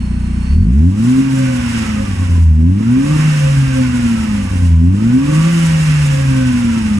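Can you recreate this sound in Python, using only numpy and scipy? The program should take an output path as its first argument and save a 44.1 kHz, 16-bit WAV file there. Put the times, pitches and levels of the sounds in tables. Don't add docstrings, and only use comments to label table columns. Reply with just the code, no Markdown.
import sys
import numpy as np
from scipy import signal
from scipy.fft import rfft, irfft
from scipy.io import wavfile
from scipy.ndimage import uniform_filter1d, minimum_filter1d

SR = 44100
rng = np.random.default_rng(int(sys.argv[2]) if len(sys.argv) > 2 else 0)


def wav_record(signal):
    frames = np.transpose(np.atleast_2d(signal))
    bounded = np.clip(frames, -1, 1)
    quanta = np.round(bounded * 32767).astype(np.int16)
    wavfile.write(sys.argv[1], SR, quanta)


N = 308259
TIME = np.arange(N) / SR
BINS = np.maximum(np.arange(N // 2 + 1) * SR / N, 1)


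def from_db(db):
    return 10 ** (np.asarray(db) / 20)


def rms_one(x):
    return x / np.sqrt(np.mean(x ** 2) + 1e-20)


def columns_at(rows, where):
    axis, *columns = np.transpose(rows)
    return [np.interp(where, axis, column) for column in columns]


def at_hz(points, hz):
    frequencies, values = np.transpose(points)
    return np.interp(np.log(hz), np.log(frequencies), values)


def colour(x, spectrum):
    return rms_one(irfft(rfft(x) * from_db(at_hz(spectrum, BINS)), N))


def drift(rate_hz):
    count = N // 16 + 2
    hz = np.arange(count // 2 + 1) * SR / N
    slow = irfft(rfft(rng.standard_normal(count)) / (1 + (hz / rate_hz) ** 2) ** 2, count)
    return np.interp(np.arange(N) / 16, np.arange(count), rms_one(slow))


def narrow_tone(turns, width_hz):
    return drift(width_hz) * np.cos(2 * np.pi * turns) + drift(width_hz) * np.sin(2 * np.pi * turns)


def swell(at_s, db, rise_db_per_s, fall_db_per_s):
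    return from_db(db - np.maximum(rise_db_per_s * (at_s - TIME), fall_db_per_s * (TIME - at_s)))


# (frequency [Hz], correlation [-1..1])
MIC_LIKENESS = [(200, .8), (450, -0.67), (650, -0.4), (1050, -0.0032), (1550, 0.24), (2100, -0.15),
                (2800, -0.15), (3800, -0.025), (5300, -0.068), (6500, 0.88), (9200, 0.81), (14000, 0.93)]
# (frequency [Hz], width [Hz], lift [dB])
SHEET_METAL = [(1181, 60, 2), (1370, 36, 3), (1516, 30, 4), (1925, 50, 2), (2370, 30, 2), (2751, 30, 3.5),
               (5184, 40, 3), (5927, 36, 2.5), (7615, 30, 2.5)]

def wide_noise(spectrum):
    alike = np.clip(at_hz(MIC_LIKENESS, BINS), -.99, .99)
    lift_db = sum(db / (1 + (2 * (BINS - hz) / width) ** 2) for hz, width, db in SHEET_METAL)
    mid, side = rfft(rng.standard_normal((2, N))) * from_db(at_hz(spectrum, BINS) + lift_db)
    side = side * np.sqrt((1 - alike) / (1 + alike))
    pair = irfft(np.array([mid + side, mid - side]), N)
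    return pair / np.sqrt(np.mean(pair.mean(axis=0) ** 2))


# (frequency [Hz], relative density [dB])
ROOM_SPECTRUM = [(30, -23), (300, -4), (650, 6), (1000, 13), (1400, 3), (1800, 3), (2700, -9), (3500, -31),
                 (5500, -54), (8500, 4), (10500, -8), (13000, -42)]

def room_tone(level_db=-46):
    return from_db(level_db) * wide_noise(ROOM_SPECTRUM)


# (time [s], speed [firings/s])
ENGINE_SPEED = [(0.0, 29.8), (0.45, 29.6), (0.595, 41.7), (1.095, 126.1), (1.224, 135.8), (1.431, 131.0),
                (1.603, 121.4), (2.019, 103.4), (2.141, 95.7), (2.543, 76.9), (2.63, 80.5), (3.106, 150.9),
                (3.267, 153.9), (3.563, 138.1), (4.044, 118.7), (4.271, 107.5), (4.758, 81.4),
                (4.851, 84.9), (5.297, 148.7), (5.5, 168.9), (5.56, 167.8), (6.737, 114.0), (6.99, 101.7)]

def engine_speed():
    return uniform_filter1d(columns_at(ENGINE_SPEED, TIME)[0], size=2000, mode="nearest")


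# (opens [s], shuts [s], boom lift [dB], overrun lift of harmonics 2 and 3 [dB])
BLIPS = [(0.507, 1.202, 1, -3), (2.523, 3.128, .7, 0.5), (4.767, 5.331, 0.5, 2)]
OPEN_S, SHUT_S = 0.068, 0.25

def pull(opens, shuts):
    return np.clip(np.minimum((TIME - opens) / OPEN_S, 1 - (TIME - shuts) / SHUT_S), 0, 1)


def throttle():
    return sum(pull(opens, shuts) for opens, shuts, *_ in BLIPS)


def overruns(after_s=0.19, build_s=0.16):
    reopens = [blip[0] for blip in BLIPS[1:]] + [np.inf]
    ramps = [np.minimum((TIME - shuts - after_s) / build_s, (end - TIME) / OPEN_S)
             for (_, shuts, *_), end in zip(BLIPS, reopens)]
    return np.clip(ramps, 0, 1)


# (time [s], pitch [Hz], relative level [dB])
IDLE_WHISTLE = [(0, 4300, -52), (.18, 4300, -55.5), (.3, 4230, -57), (.39, 4320, -56), (.52, 4430, -47),
                (.58, 4460, -48), (.65, 4430, -51), (.7, 4460, -94)]

def whistle(width_hz=200, gain_db=1):
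    hz, level_db = columns_at(IDLE_WHISTLE, TIME)
    return from_db(level_db + gain_db) * narrow_tone(np.cumsum(hz) / SR, width_hz)


# (time [s], level [dB])
INTAKE_HONKS = [(1.15, -40), (3.12, -31.5), (5.33, -28), (5.47, -38)]

def honk(hz=1150, width_hz=95):
    level = sum(swell(s, db, rise_db_per_s=104, fall_db_per_s=92) for s, db in INTAKE_HONKS)
    return level * narrow_tone(hz * TIME, width_hz)


# (speed [firings/s], relative bay level [dB], relative hiss level [dB])
RUSH_LEVELS = [(30, -40, -53), (82.6, -34, -41), (111.1, -28.5, -37.5), (169, -25.5, -31)]
# (time [s], bay lift [dB], hiss lift [dB])
RUSH_SURGES = [(.44, 2, 3.5), (1.08, 1.5, 5.5), (1.78, 3.5, 2.5), (3.33, 2, -0.5), (5.48, 2, 1.5),
               (5.93, 1.5, 0)]
# (frequency [Hz], relative density [dB])
BAY_SPECTRUM = [(200, 3), (450, -6.5), (650, -6.5), (850, -1.5), (1100, 2.5), (1270, -1.5), (1520, 5),
                (1700, 3.5), (1950, 3), (2450, 2.2), (2720, 4), (3300, -5), (4300, -11.5), (5600, -5),
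                (7000, -11.5), (12000, -46)]
# (frequency [Hz], relative density [dB])
HISS_SPECTRUM = [(1500, -7), (3300, -1), (3800, 1), (4400, -3), (5200, 1), (5900, 2), (6500, 3), (7600, 6),
                 (8400, 0), (9300, 5.5), (10200, -3.5), (11500, -7.5), (13000, -17), (15000, -23)]

def rush(speed, firings, bay_trim_db=-3.5, hiss_trim_db=-1.57, surge_half_width_s=0.13):
    bay_db, hiss_db = columns_at(RUSH_LEVELS, speed)
    for s, bay_lift_db, hiss_lift_db in RUSH_SURGES:
        surge = np.exp(-((TIME - s) / surge_half_width_s) ** 2)
        bay_db += bay_lift_db * surge
        hiss_db += hiss_lift_db * surge
    throb = np.cos(2 * np.pi * firings) + .5 * np.cos(np.pi * firings)
    flicker_db = .5 * drift(40)
    bay = from_db(bay_db + bay_trim_db + flicker_db) * wide_noise(BAY_SPECTRUM)
    gust_db = 1.5 * drift(31)
    hiss = from_db(hiss_db + hiss_trim_db + gust_db) * wide_noise(HISS_SPECTRUM)
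    return bay * (1 + 0.049 * throb) + hiss * (1 + 0.022 * throb)


# (frequency [Hz], width [Hz], relative level [dB])
UNDERBODY_PANELS = [(997, 130, -8.5), (1517, 135, -5), (1306, 49, -5), (910, 420, -1.5)]

def panel_response(hz, lowest_hz=830):
    power = sum(from_db(db) ** 2 / (1 + (2 * (hz - centre) / width) ** 2)
                for centre, width, db in UNDERBODY_PANELS)
    return np.sqrt(power / (1 + (lowest_hz / hz) ** 10))


def rasp(speed, firings, trim_db=-19.0, load_db=5.5, width_hz=26):
    bay_db, _ = columns_at(RUSH_LEVELS, speed)
    out = np.zeros((2, N))
    for k in range(4, 12):
        near = narrow_tone(k * firings, width_hz)
        scattered = narrow_tone(k * firings, width_hz) * np.array([[1], [-1]])
        out += panel_response(k * speed) * (near + 1.1 * scattered)
    return from_db(bay_db + trim_db + load_db * throttle()) * out


# (pitch [multiple of the firing rate], relative level [dB])
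BELT_TONES = [(8.35, -14.5), (11.75, -7.5), (12.15, -8)]

def whine(speed, firings, width_hz=30, alternator_multiple=18.05, alternator_db=-17):
    bay_db, _ = columns_at(RUSH_LEVELS, speed)
    pumps = sum(from_db(db) * panel_response(multiple * speed) * narrow_tone(multiple * firings, width_hz)
                for multiple, db in BELT_TONES)
    alternator = from_db(alternator_db) * narrow_tone(alternator_multiple * firings, width_hz)
    return from_db(bay_db) * (pumps * (speed / 130) ** 0.96 + alternator * (speed / 150) ** 2)


# (speed [firings/s], relative level [dB])
SHELL_RING = [(30, -65), (80, -46.5), (120, -43.5), (168, -41.5)]
# (time [s], relative level [dB])
SHELL_HOOTS = [(1.47, -25.5), (2.03, -35.5), (2.28, -38), (3.09, -35.5), (3.48, -30), (3.79, -29.5),
               (5.3, -32), (5.51, -31.5), (5.8, -35.5), (6.19, -29), (6.43, -32.5)]

def silencer_shell(speed, hz=530.0, width_hz=16, wander_hz=4.52, trim_db=-2.0):
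    turns = np.cumsum(hz + wander_hz * drift(6.75)) / SR
    ringing = narrow_tone(turns, width_hz) + 1.7 * np.sin(2 * np.pi * turns)
    faint = from_db(columns_at(SHELL_RING, speed)[0])
    hoots = sum(swell(s, db, rise_db_per_s=124, fall_db_per_s=188) for s, db in SHELL_HOOTS)
    return from_db(trim_db) * np.hypot(faint, hoots) * rms_one(ringing)


def pop(at_s=2.379, hz=275, decay_s=0.0068, gain_db=-10):
    age = np.clip(TIME - at_s, 0, .2)
    envelope = np.exp(-age / decay_s) - np.exp(-age * 5 / decay_s)
    return from_db(gain_db) * envelope * np.sin(2 * np.pi * hz * age)


# (speed [firings/s], deep base level [dB], upper base level [dB])
BURBLE_LEVELS = [(30, -47, -30), (80, -38, -23.5), (112, -42, -23), (133.6, -41, -27.5), (168, -42, -28)]
# (frequency [Hz], relative density [dB])
DEEP_SPECTRUM = [(10, -19), (30, -13), (45, 12), (62, 19), (88, 21), (108, -6), (150, -46)]
# (frequency [Hz], relative density [dB])
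UPPER_SPECTRUM = [(80, -10), (125, -3), (165, -1.5), (205, -1.5), (255, 3.5), (275, -2.5), (297, -13),
                  (335, -10.5), (375, -23), (460, -21.5), (700, -38), (1500, -68)]

def burble(speed, firings):
    fired = np.flatnonzero(np.diff(np.floor(firings)))
    load, starved = throttle(), overruns().sum(axis=0)
    deep_db, upper_db = columns_at(BURBLE_LEVELS, speed)
    deep_db += 15 * load + 16.5 * starved
    upper_db += 8 * load * speed / 130 - starved
    out = np.zeros(N)
    for level_db, spectrum in (deep_db, DEEP_SPECTRUM), (upper_db, UPPER_SPECTRUM):
        kicks = np.zeros(N)
        kicks[fired] = rng.standard_normal(1000)[:len(fired)]
        thumps = colour(rms_one(kicks) + rng.standard_normal(N), spectrum)
        running_rms = np.sqrt(uniform_filter1d(thumps ** 2, size=7000) + 1e-6)
        out += from_db(level_db) * thumps / running_rms
    return out


# (frequency [Hz], coasting gain [dB], pulling gain [dB])
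PIPE_BOOM = [(29.7, -28, -20), (41.3, -9, -12), (63, -15, -6), (79.5, 1.5, -1.5), (90.1, -14.5, -0.5),
             (110, -28, -14), (122, -22, -9), (136.3, -10, -19.5), (167.4, -10.5, -2.5), (185.5, -23.5, -8),
             (206.5, -11, -5.5), (262, -13, -1), (301.2, -46.5, -16.5), (320, -39.5, -19),
             (334.8, -22.5, -20), (354, -40, -30.5), (397, -50, -24.5), (460, -58, -60)]
# (frequency [Hz], gain [dB])
PIPE_PASSBAND = [(100, -22), (120, -6), (150, -2.5), (180, 1), (210, 1), (245, -4), (275, -42), (297, -25),
                 (328, -17.5), (370, -32), (420, -26.5), (470, -71), (700, -64)]

def firing_pulses(speed, firings, jitter_turns=0.0027, smear_rad=0.358, skew_rad=0.6, db_per_octave=-4):
    load, starved = throttle(), overruns().sum(axis=0)
    blip_db = sum(db * pull(opens, shuts) for opens, shuts, db, _ in BLIPS)
    overtones_db = np.array(BLIPS)[:, -1] @ overruns()
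    coasting, pulling = np.array(PIPE_BOOM)[:, [0, 1]], np.array(PIPE_BOOM)[:, [0, 2]]
    turns = firings + jitter_turns * drift(30)
    edge_db = -27 - 17 * np.log10(speed / 30) + 27 * load * np.minimum(speed / 80, 1)
    out = np.zeros(N)
    for k in range(1, 14):
        if k < 4:
            coast_db = at_hz(coasting, k * speed) + overtones_db * (k > 1)
            coast_db -= 4.5 * (k == 3)
            coast_db += 1.1 * starved * drift(13)
            level_db = (1 - load) * coast_db + load * at_hz(pulling, k * speed)
            level_db += db_per_octave * np.log2(k) + blip_db
        else:
            level_db = edge_db + at_hz(PIPE_PASSBAND, k * speed)
        out += from_db(level_db) * np.cos(2 * np.pi * k * turns - smear_rad * k * k / 2 + skew_rad)
    flutter_db = 0.93 * drift(24)
    return np.sqrt(2) * out * from_db(flutter_db)


# (frequency [Hz], phase lead [rad])
RIGHT_MIC_LEAD = [(40, 0.15), (190, 0.24), (250, 0.7), (310, 1.4), (400, 1.25), (530, 2.13)]

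def tailpipe(speed, firings):
    exhaust = firing_pulses(speed, firings) + burble(speed, firings) + silencer_shell(speed) + pop()
    side = 1j * np.tan(at_hz(RIGHT_MIC_LEAD, BINS) / 2)
    return irfft(rfft(exhaust) * np.array([1 - side, 1 + side]), N)


# (frequency [Hz], left minus right [dB])
MIC_BALANCE = [(200, 0), (320, 0.2), (520, -4.5), (1300, -4), (2300, -5.5), (4300, -5.5), (7800, -1),
               (14000, 0)]

def scene():
    speed = engine_speed()
    firings = np.cumsum(speed) / SR
    pipe = tailpipe(speed, firings)
    engine = rush(speed, firings) + rasp(speed, firings) + whine(speed, firings) + honk() + whistle()
    mix = pipe + engine + room_tone()
    lean = from_db(at_hz(MIC_BALANCE, BINS) * np.array([[.5], [-.5]]))
    return irfft(rfft(mix) * lean / np.sqrt(np.mean(lean ** 2, axis=0)), N)


def gain_control(x, above_db=-10, share=0.81, attack_s=0.044, recover_db_per_s=21.5):
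    keep = np.exp(-1 / (attack_s * SR))
    power = signal.lfilter([1 - keep], [1, -keep], x.mean(axis=0) ** 2)
    over_db = share * np.maximum(10 * np.log10(power + 1e-9) - above_db, 0)
    recovery_db = recover_db_per_s * TIME
    held_db = np.maximum.accumulate(over_db + recovery_db) - recovery_db
    return x * from_db(-uniform_filter1d(held_db, size=4400))


def record(dry, ceiling=.95, fade_s=.004, cutoff_hz=15100):
    ducked = gain_control(dry)
    headroom = np.minimum(1, ceiling / (np.abs(ducked).max(axis=0) + 1e-9))
    limiter = uniform_filter1d(minimum_filter1d(headroom, size=900), size=900)
    ends = np.sin(np.pi / 2 * np.minimum(1, np.minimum(TIME, TIME[::-1]) / fade_s)) ** 2
    lowpass = signal.ellip(12, .1, 90, cutoff_hz, fs=SR, output="sos")
    return signal.sosfilt(lowpass, ends * limiter * ducked)


dry = scene()
out = record(dry)
wav_record(out)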